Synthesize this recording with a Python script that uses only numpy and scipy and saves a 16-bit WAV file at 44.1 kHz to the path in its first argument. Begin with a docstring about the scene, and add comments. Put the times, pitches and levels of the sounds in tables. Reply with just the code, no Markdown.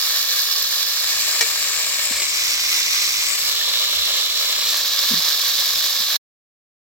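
"""Food sizzles in a lidded iron pan on an open wood fire, outdoors, with flames muttering low throughout.
Bubble bursts over a fine hiss, coloured by the hollow under the lid, reach two hand-held microphones.
These tilt up from the pan; the sizzle swells and the lid, a bank of ringing modes, knocks once and bounces.
Wood and fat tick (resonant noise snaps) and the case takes soft low bumps (gliding sines).
Turned far away, the microphones swing back past a crouching body; the sizzle swells again, then all stops dead."""
import sys
import numpy as np
from scipy import signal
from scipy.fft import rfft, irfft, next_fast_len
from scipy.io import wavfile
from scipy.ndimage import map_coordinates

SR = 44100
rng = np.random.default_rng(int(sys.argv[2]) if len(sys.argv) > 2 else 0)


def persist_wave(psi):
    """Save psi, clipped to +-1, as 16-bit WAV."""
    counts = np.round(np.clip(psi, -1, 1) * 32767).astype(np.int16)
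    wavfile.write(sys.argv[1], SR, np.atleast_2d(counts).T)


N = 301599
TIME_S = np.arange(N) / SR


def from_db(db):
    """Decibels to gain."""
    return 10 ** (np.asarray(db) / 20)


def rms_one(x):
    """Scale to unit rms."""
    return x / np.sqrt(np.mean(x ** 2) + 1e-20)


def at_hz(rows, hz):
    """Each column of a spectrum table, read on a log-frequency axis."""
    knots_hz, *columns = np.transpose(rows)
    return np.array([np.interp(np.log(hz + 1), np.log(knots_hz), c) for c in columns])


def drift(knots_per_s):
    """Smooth random wandering of spread 1: a cubic spline through random knots."""
    knots = rng.standard_normal(4000)
    return rms_one(map_coordinates(knots, [TIME_S * knots_per_s], order=3, mode="wrap"))


def resonate(x, hz, width_hz):
    """A two-pole resonance with gain 1 at its centre."""
    radius, angle = np.exp(-np.pi * width_hz / SR), 2 * np.pi * hz / SR
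    zeros = np.array([1, 0, -1]) * (1 - radius ** 2) / 2
    poles = [1, -2 * radius * np.cos(angle), radius ** 2]
    return signal.lfilter(zeros, poles, x)


def add(out, start_s, sound):
    """Mix a short sound in at start_s."""
    start = int(start_s * SR)
    out[:, start:start + sound.shape[-1]] += sound


# Left-right likeness: pitch_hz, likeness (0-1)
MIC_LIKENESS = [(200, .95), (700, 0.99), (1200, 0.92), (1800, 0.6), (3300, 0.54), (5000, 0.4), (7000, 0.4),
                (12000, 0)]


def likeness(hz):
    """The two microphones hear long waves alike, short ones less so."""
    return np.clip(at_hz(MIC_LIKENESS, hz)[0], 0, 1)


# Flame spectrum: pitch_hz, relative_level_db (per Hz)
FLAME_SPECTRUM = [(20, -27), (35, -13.5), (60, -3.5), (85, -1), (125, -2.5), (200, -14), (400, -9.5),
                  (900, -32.5)]
FLAME_START_DB, FLAME_GROWTH_DB_PER_S = -58.5, 0.47


def flames(side_db, flicker_db):
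    """Shaped low noise, flickering and slowly growing, nearly alike at both microphones."""
    size = next_fast_len(N)
    shape = from_db(at_hz(FLAME_SPECTRUM, np.fft.rfftfreq(size, 1 / SR)))
    noise = rng.standard_normal((2, size))
    mid, side = irfft(rfft(noise) * shape, size)[:, :N]
    both = mid + from_db(side_db) * side * np.array([[1], [-1]])
    level_db = FLAME_START_DB + FLAME_GROWTH_DB_PER_S * TIME_S + flicker_db * drift(22)
    return from_db(level_db) * rms_one(both)


# Bumps on the hand-held case: start_s, level_db (fundamental's peak, mean of both sides),
# start_hz, end_hz, length_s, left_minus_right_db
CASE_BUMPS = [(2.106, -36, 302, 190, 0.015, -17), (2.117, -50, 81, 60, 0.078, -12),
              (2.472, -48, 80, 65, 0.035, -14), (3.953, -47, 70, 60, 0.088, -16),
              (5.106, -24, 250, 213, 0.025, 1), (5.132, -23, 230, 205, 0.014, 1),
              (5.135, -37, 162, 180, 0.076, 2.5), (5.998, -43, 258, 150, 0.02, 0)]


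def bumps(overtone_db):
    """A few gliding low cycles that swell and fade, with a weak octave."""
    out = np.zeros((2, N))
    for start_s, level_db, start_hz, end_hz, length_s, pan_db in CASE_BUMPS:
        glide_hz = np.linspace(start_hz, end_hz, int(length_s * SR))
        phase = 2 * np.pi * np.cumsum(glide_hz) / SR
        swell = np.sin(np.linspace(0, np.pi, len(phase)))
        wave = (np.sin(phase) + from_db(overtone_db) * np.sin(2 * phase)) * swell
        add(out, start_s, from_db(level_db + pan_db * np.array([[.5], [-.5]])) * wave)
    return out


# Ticks of burning wood and spitting fat: start_s, peak_db (louder side), centre_hz, width_hz
WOOD_AND_FAT_TICKS = [(1.763, -9.5, 2500, 2000), (1.9, -12, 4100, 400), (2.055, -9, 11000, 5000),
                      (2.221, -7.5, 1000, 1300), (3.1714, -9, 4880, 3000), (3.612, -21, 1800, 50),
                      (4.0543, -10, 4000, 2000), (4.7713, -7, 12000, 7000), (5.248, -24.5, 1170, 120),
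                      (5.3966, -10, 4000, 2000)]


def ticks(snap_s, size=2000):
    """Each tick is a decaying snap of noise through one resonance."""
    out, age_s = np.zeros((2, N)), np.arange(size) / SR
    for start_s, peak_db, centre_hz, width_hz in WOOD_AND_FAT_TICKS:
        noise = rng.standard_normal((2, size)) * np.exp(-age_s / snap_s)
        snap = resonate(noise, centre_hz, width_hz)
        alike = likeness(centre_hz)
        snap[1] = alike * snap[0] + np.sqrt(1 - alike ** 2) * snap[1]
        add(out, start_s, from_db(peak_db) * snap / np.abs(snap).max())
    return out


KNOCK_S, KNOCK_DB = 1.4102, -7.5
LEAD_S, LEAD_DB = .002, -18
BOUNCE_S, BOUNCE_DB, BOUNCE_LOSS_DB = .0042, -14.5, 1.5


def lid_touches(count=4):
    """A leading tick, the knock on the rim and even, fading bounces, as (start_s, level_db)."""
    bounces = [(KNOCK_S + (k + 1) * BOUNCE_S, BOUNCE_DB - k * BOUNCE_LOSS_DB) for k in range(count)]
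    return [(KNOCK_S - LEAD_S, LEAD_DB), (KNOCK_S, KNOCK_DB)] + bounces


# Ringing modes of the lid: pitch_hz, level_db (relative to the touch), t60_s
LID_RINGING = [(393, -33.5, .15), (456, -29, 0.16), (686, -21.5, .07), (960, -22, 0.062),
               (1300, -18.5, 0.034), (1870, -10, 0.044), (2315, -9, .07), (2900, -13.5, 0.033),
               (4200, -9, .03), (5370, -7, .04), (5680, -12, 0.031), (6090, -8, 0.026), (7100, -8.5, 0.044)]


def lid(scrape_db, scrape_s, size=8000):
    """Each touch is a short gritty scrape that sets all the lid's modes ringing."""
    out, age_s = np.zeros((2, N)), np.arange(size) / SR
    hz, mode_db, t60_s = np.transpose(LID_RINGING)[..., None]
    apart = 1 - likeness(hz)
    for start_s, level_db in lid_touches():
        phase = rng.uniform(0, 2 * np.pi, hz.shape) + apart * rng.normal(0, 1, (2, *hz.shape))
        decay = from_db(mode_db - 60 * age_s / t60_s)
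        ring = np.sum(decay * np.sin(2 * np.pi * hz * age_s + phase), axis=1)
        grit = rng.standard_normal((2, size)) * np.exp(-age_s / scrape_s)
        scrape = resonate(grit, 3500, 5000)
        add(out, start_s, from_db(level_db) * (ring + from_db(scrape_db) * scrape))
    return out


SHADE_AT_S, SHADE_ATTACK_S, SHADE_HOLD_S, SHADE_RELEASE_S = 3.45, 0.16, .62, .8
SHADE_BEFORE, SHADE_DEPTH, SHADE_AFTER = .15, 0.81, .33   # 0-1


def shade(time_s):
    """A crouching body comes between pan and microphones, stays, then slides partly aside."""
    corners_s = SHADE_AT_S + np.cumsum([0, SHADE_ATTACK_S, SHADE_HOLD_S, SHADE_RELEASE_S])
    return np.interp(time_s, corners_s, [SHADE_BEFORE, SHADE_DEPTH, SHADE_DEPTH, SHADE_AFTER])


# Aim of the microphones: time_s, above_pan_deg
MIC_AIM = [(.88, 9), (1.22, 25), (2.07, 31), (2.25, 55), (2.85, 83), (3.22, 68), (3.42, 19), (4.6, 19.4),
           (5.0, 6.3)]
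# Swells of the sizzle: peak_s, rise_db
SIZZLE_SWELLS = [(1.25, 1.8), (5.13, 1.4)]
SWELL_WIDTH_S = .22
FACING_DB, HORIZON_GAIN_DB = -0.17, 1.68   # level change facing the pan; rise towards the horizon
TILT_DEG, TILT_WIDTH_DEG, HORIZON_DEG = 40, 22, 90


def view(time_s):
    """Level change and the tilted, turned-away and shaded shares; tilt peaks at one angle, away grows."""
    aim_deg, shaded = np.interp(time_s, *np.transpose(MIC_AIM)), shade(time_s)
    away = aim_deg / HORIZON_DEG
    tilted = np.exp(-((aim_deg - TILT_DEG) / TILT_WIDTH_DEG) ** 2) * (1 - shaded)
    swell_db = sum(rise_db * np.exp(-((time_s - peak_s) / SWELL_WIDTH_S) ** 2)
                   for peak_s, rise_db in SIZZLE_SWELLS)
    return FACING_DB + HORIZON_GAIN_DB * away + swell_db, tilted, away, shaded


def echo(hz, delay_ms, share, cut_hz=4200):
    """A nearby surface adds a faint, dull echo: notches that sweep as the microphone moves."""
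    late = np.exp(-2j * np.pi * np.outer(hz, delay_ms) / 1000)
    return 1 + share * late / (1 + (hz[:, None] / cut_hz) ** 2)


# Pan resonances that radiate unevenly, first row at the left microphone, second at the right:
# facing_hz, shift_hz (at the horizon), width_hz
UNEVEN_RESONANCES = [(2000, -90, 90), (1440, 210, 48)]


def phase_turns(hz, away):
    """All-pass resonances lose no level but set the microphones against each other in narrow bands."""
    f = hz[:, None]
    turns = []
    for facing_hz, shift_hz, width_hz in UNEVEN_RESONANCES:
        centre_hz = facing_hz + shift_hz * away
        turns.append(np.arctan2(width_hz * f, centre_hz ** 2 - f ** 2))
    return np.exp(-2j * np.array(turns))


def bursts(per_s, spread_db, surge_db, scatter_s, ring_share, count=24, size=320):
    """Bubbles burst at spots round the rim, each with its pitch and scattered path to each microphone."""
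    age_s, out = np.arange(size) / SR, np.zeros((2, N))
    busy = from_db(surge_db * (drift(14) + drift(70)))   # flurries
    born = rng.random(N) < per_s * busy / SR
    strength = from_db(spread_db * np.minimum(rng.exponential(1, N), 3.7))
    clicks = born * strength * rng.choice([-1, 1], N)
    spot = rng.integers(0, count, N)
    paths = rng.standard_normal((count, 2, size)) * np.exp(-age_s / scatter_s)
    for k, hz in enumerate(np.linspace(1000, 15500, count)):
        paths[k] = paths[k] + ring_share * resonate(paths[k], hz, 700)
    # together the spots favour no pitch
    spectra = rfft(paths, 2 * size)
    mean_spectrum = np.sqrt(np.mean(np.abs(spectra) ** 2, axis=0))
    paths = irfft(spectra / mean_spectrum)[..., :size]
    for k, path in enumerate(paths):
        out += signal.oaconvolve((clicks * (spot == k))[None], path, axes=1)[:, :N]
    return rms_one(out)


# Sizzle facing the pan, before the lid echo and level changes: pitch_hz, left_db, right_db (per Hz)
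FACING_COLOUR = [(250.0, -78.5, -78), (479, -75, -78), (820, -75, -74), (1136, -69.5, -69),
                 (1800.0, -64.5, -66.5), (2974, -69, -62.5), (3797, -57.5, -51.5), (5245, -58, -51.5),
                 (6020, -61, -57), (7206, -58.5, -72), (8520, -74, -71.5), (9760, -71, -69),
                 (13200, -55, -67), (15800.0, -61, -67.5)]
# Colour change when tilted up: pitch_hz, left_db, right_db
TILTED_CHANGE = [(607, 3, 2), (1410, 0.1, -2.8), (2294, 3.5, 4.5), (3000.0, -5.5, 2.1), (3730, 3, -13),
                 (4950, -0.5, -2.5), (5800.0, -9, -4), (7600, 11, -6), (8150, 13, 1.5), (9970, -1.5, -3.2),
                 (13500.0, -10, 0.5)]
# Colour change when turned away to the horizon: pitch_hz, left_db, right_db
AWAY_CHANGE = [(600.0, -3.1, 0.5), (1490, 1.5, -4.5), (2260, 7, 10), (3000.0, 9.5, -1.3), (3700, -5.5, -3),
               (4980, -1, -7), (5670, 2.5, 2), (7200, 0, 2.5), (8435, 8, -1.5), (9990, -3.5, -0.7),
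               (13500.0, -7, -5.5)]
# Colour change at full shade behind a body: pitch_hz, left_db, right_db
SHADED_CHANGE = [(598, 5.5, 4), (1400.0, 0.5, 1.7), (2340, 2.5, -4.5), (3000.0, 11.5, 3.5), (4100, 6.5, 5),
                 (4830, -5.5, -5.5), (5700, -9, -0.5), (7500.0, 1.5, -6.5), (8370, 0.6, -7),
                 (10000.0, -4.5, -6.5), (13520, -10, 2.5)]
# Smallest bubbles merged into smooth hiss: pitch_hz, power_share (0-1)
HISS_POWER = [(500, 0.29), (1500, 0.32), (4000, 0.55), (8000, 0.42), (13000, 0.2)]
# Resting places of the microphones, with glides between: from_s, to_s, right_lag_ms,
# left_echo_ms, left_echo_share, right_echo_ms, right_echo_share
MIC_RESTS = [(0.0, 0.914, 0.078, 0.391, -0.24, 1.7, 0.15), (1.103, 2.078, 0.088, 0.38, -0.17, 0.57, -0.197),
             (2.304, 3.206, -0.16, 0.824, 0.29, 1.785, -0.244),
             (3.437, 4.493, -0.109, 0.851, 0.13, 1.773, 0.128),
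             (4.859, 6.16, 0.033, 0.41, -0.26, 0.7, -0.135)]
LID_ECHO_HZ, LID_ECHO_SHARE, LID_ECHO_CUT_HZ = 578, 0.42, 2100


def sizzle(flutter_db, size=1024):
    """Bursts over a fine hiss, coloured by the hollow under the lid and the microphones' aim."""
    fat = bursts(per_s=2600, spread_db=2.5, surge_db=1.35, scatter_s=0.0012, ring_share=3.64)
    both = np.array([fat, rng.standard_normal((2, N))]) * from_db(flutter_db * drift(22.096))
    hz, time_s, (grains, hiss) = signal.stft(both, SR, nperseg=size)
    smooth = np.clip(at_hz(HISS_POWER, hz).T, 0, 1)
    left, right = np.sqrt(1 - smooth) * grains + np.sqrt(smooth) * hiss

    level_db, tilted, away, shaded = view(time_s)
    from_s, to_s, *settings = np.transpose(MIC_RESTS)
    rests_s = np.column_stack([from_s, to_s]).ravel()
    lag_ms, *echoes = [np.interp(time_s, rests_s, np.repeat(c, 2)) for c in settings]
    alike = likeness(hz)[:, None]
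    lag = np.exp(-2j * np.pi * np.outer(hz, lag_ms) / 1000)
    right = alike * left * lag + np.sqrt(1 - alike ** 2) * right
    pair = np.array([left * echo(hz, *echoes[:2]), right * echo(hz, *echoes[2:])])

    # repeated bounces across the hollow lose treble
    bounce = LID_ECHO_SHARE / (1 + (hz / LID_ECHO_CUT_HZ) ** 2)
    hollow = 1 / (1 - bounce * np.exp(-2j * np.pi * hz / LID_ECHO_HZ))
    no_bass = 1 / np.sqrt(1 + (260 / (hz + 1)) ** 6)
    colour_db = at_hz(FACING_COLOUR, hz)[..., None] + level_db
    for change, share in ((TILTED_CHANGE, tilted), (AWAY_CHANGE, away), (SHADED_CHANGE, shaded)):
        colour_db = colour_db + at_hz(change, hz)[..., None] * share
    heard = pair * phase_turns(hz, away) * from_db(colour_db) * (hollow * no_bass)[:, None]
    # sqrt(SR / 2) turns level per Hz into amplitude
    return signal.istft(heard, SR, nperseg=size)[1][:, :N] * np.sqrt(SR / 2)


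def scene():
    """Pan, fire and handling, in open air."""
    pan = sizzle(flutter_db=.45) + lid(scrape_db=0.5, scrape_s=.005)
    fire = ticks(snap_s=.0012) + flames(side_db=-6, flicker_db=2.5)
    return pan + fire + bumps(overtone_db=-14.5)


CUTOFF_HZ, END_S, FADE_DB_PER_S = 16150, 6.164, 4000


def record(dry, size=401):
    """The sound is switched off abruptly, and the top is cut."""
    switch = from_db(-FADE_DB_PER_S * np.clip(TIME_S - END_S, 0, .1))
    low_pass = signal.firwin(size, CUTOFF_HZ, fs=SR)
    return signal.oaconvolve(dry * switch, low_pass[None], mode="same", axes=1)


dry = scene()
out = record(dry)
persist_wave(out)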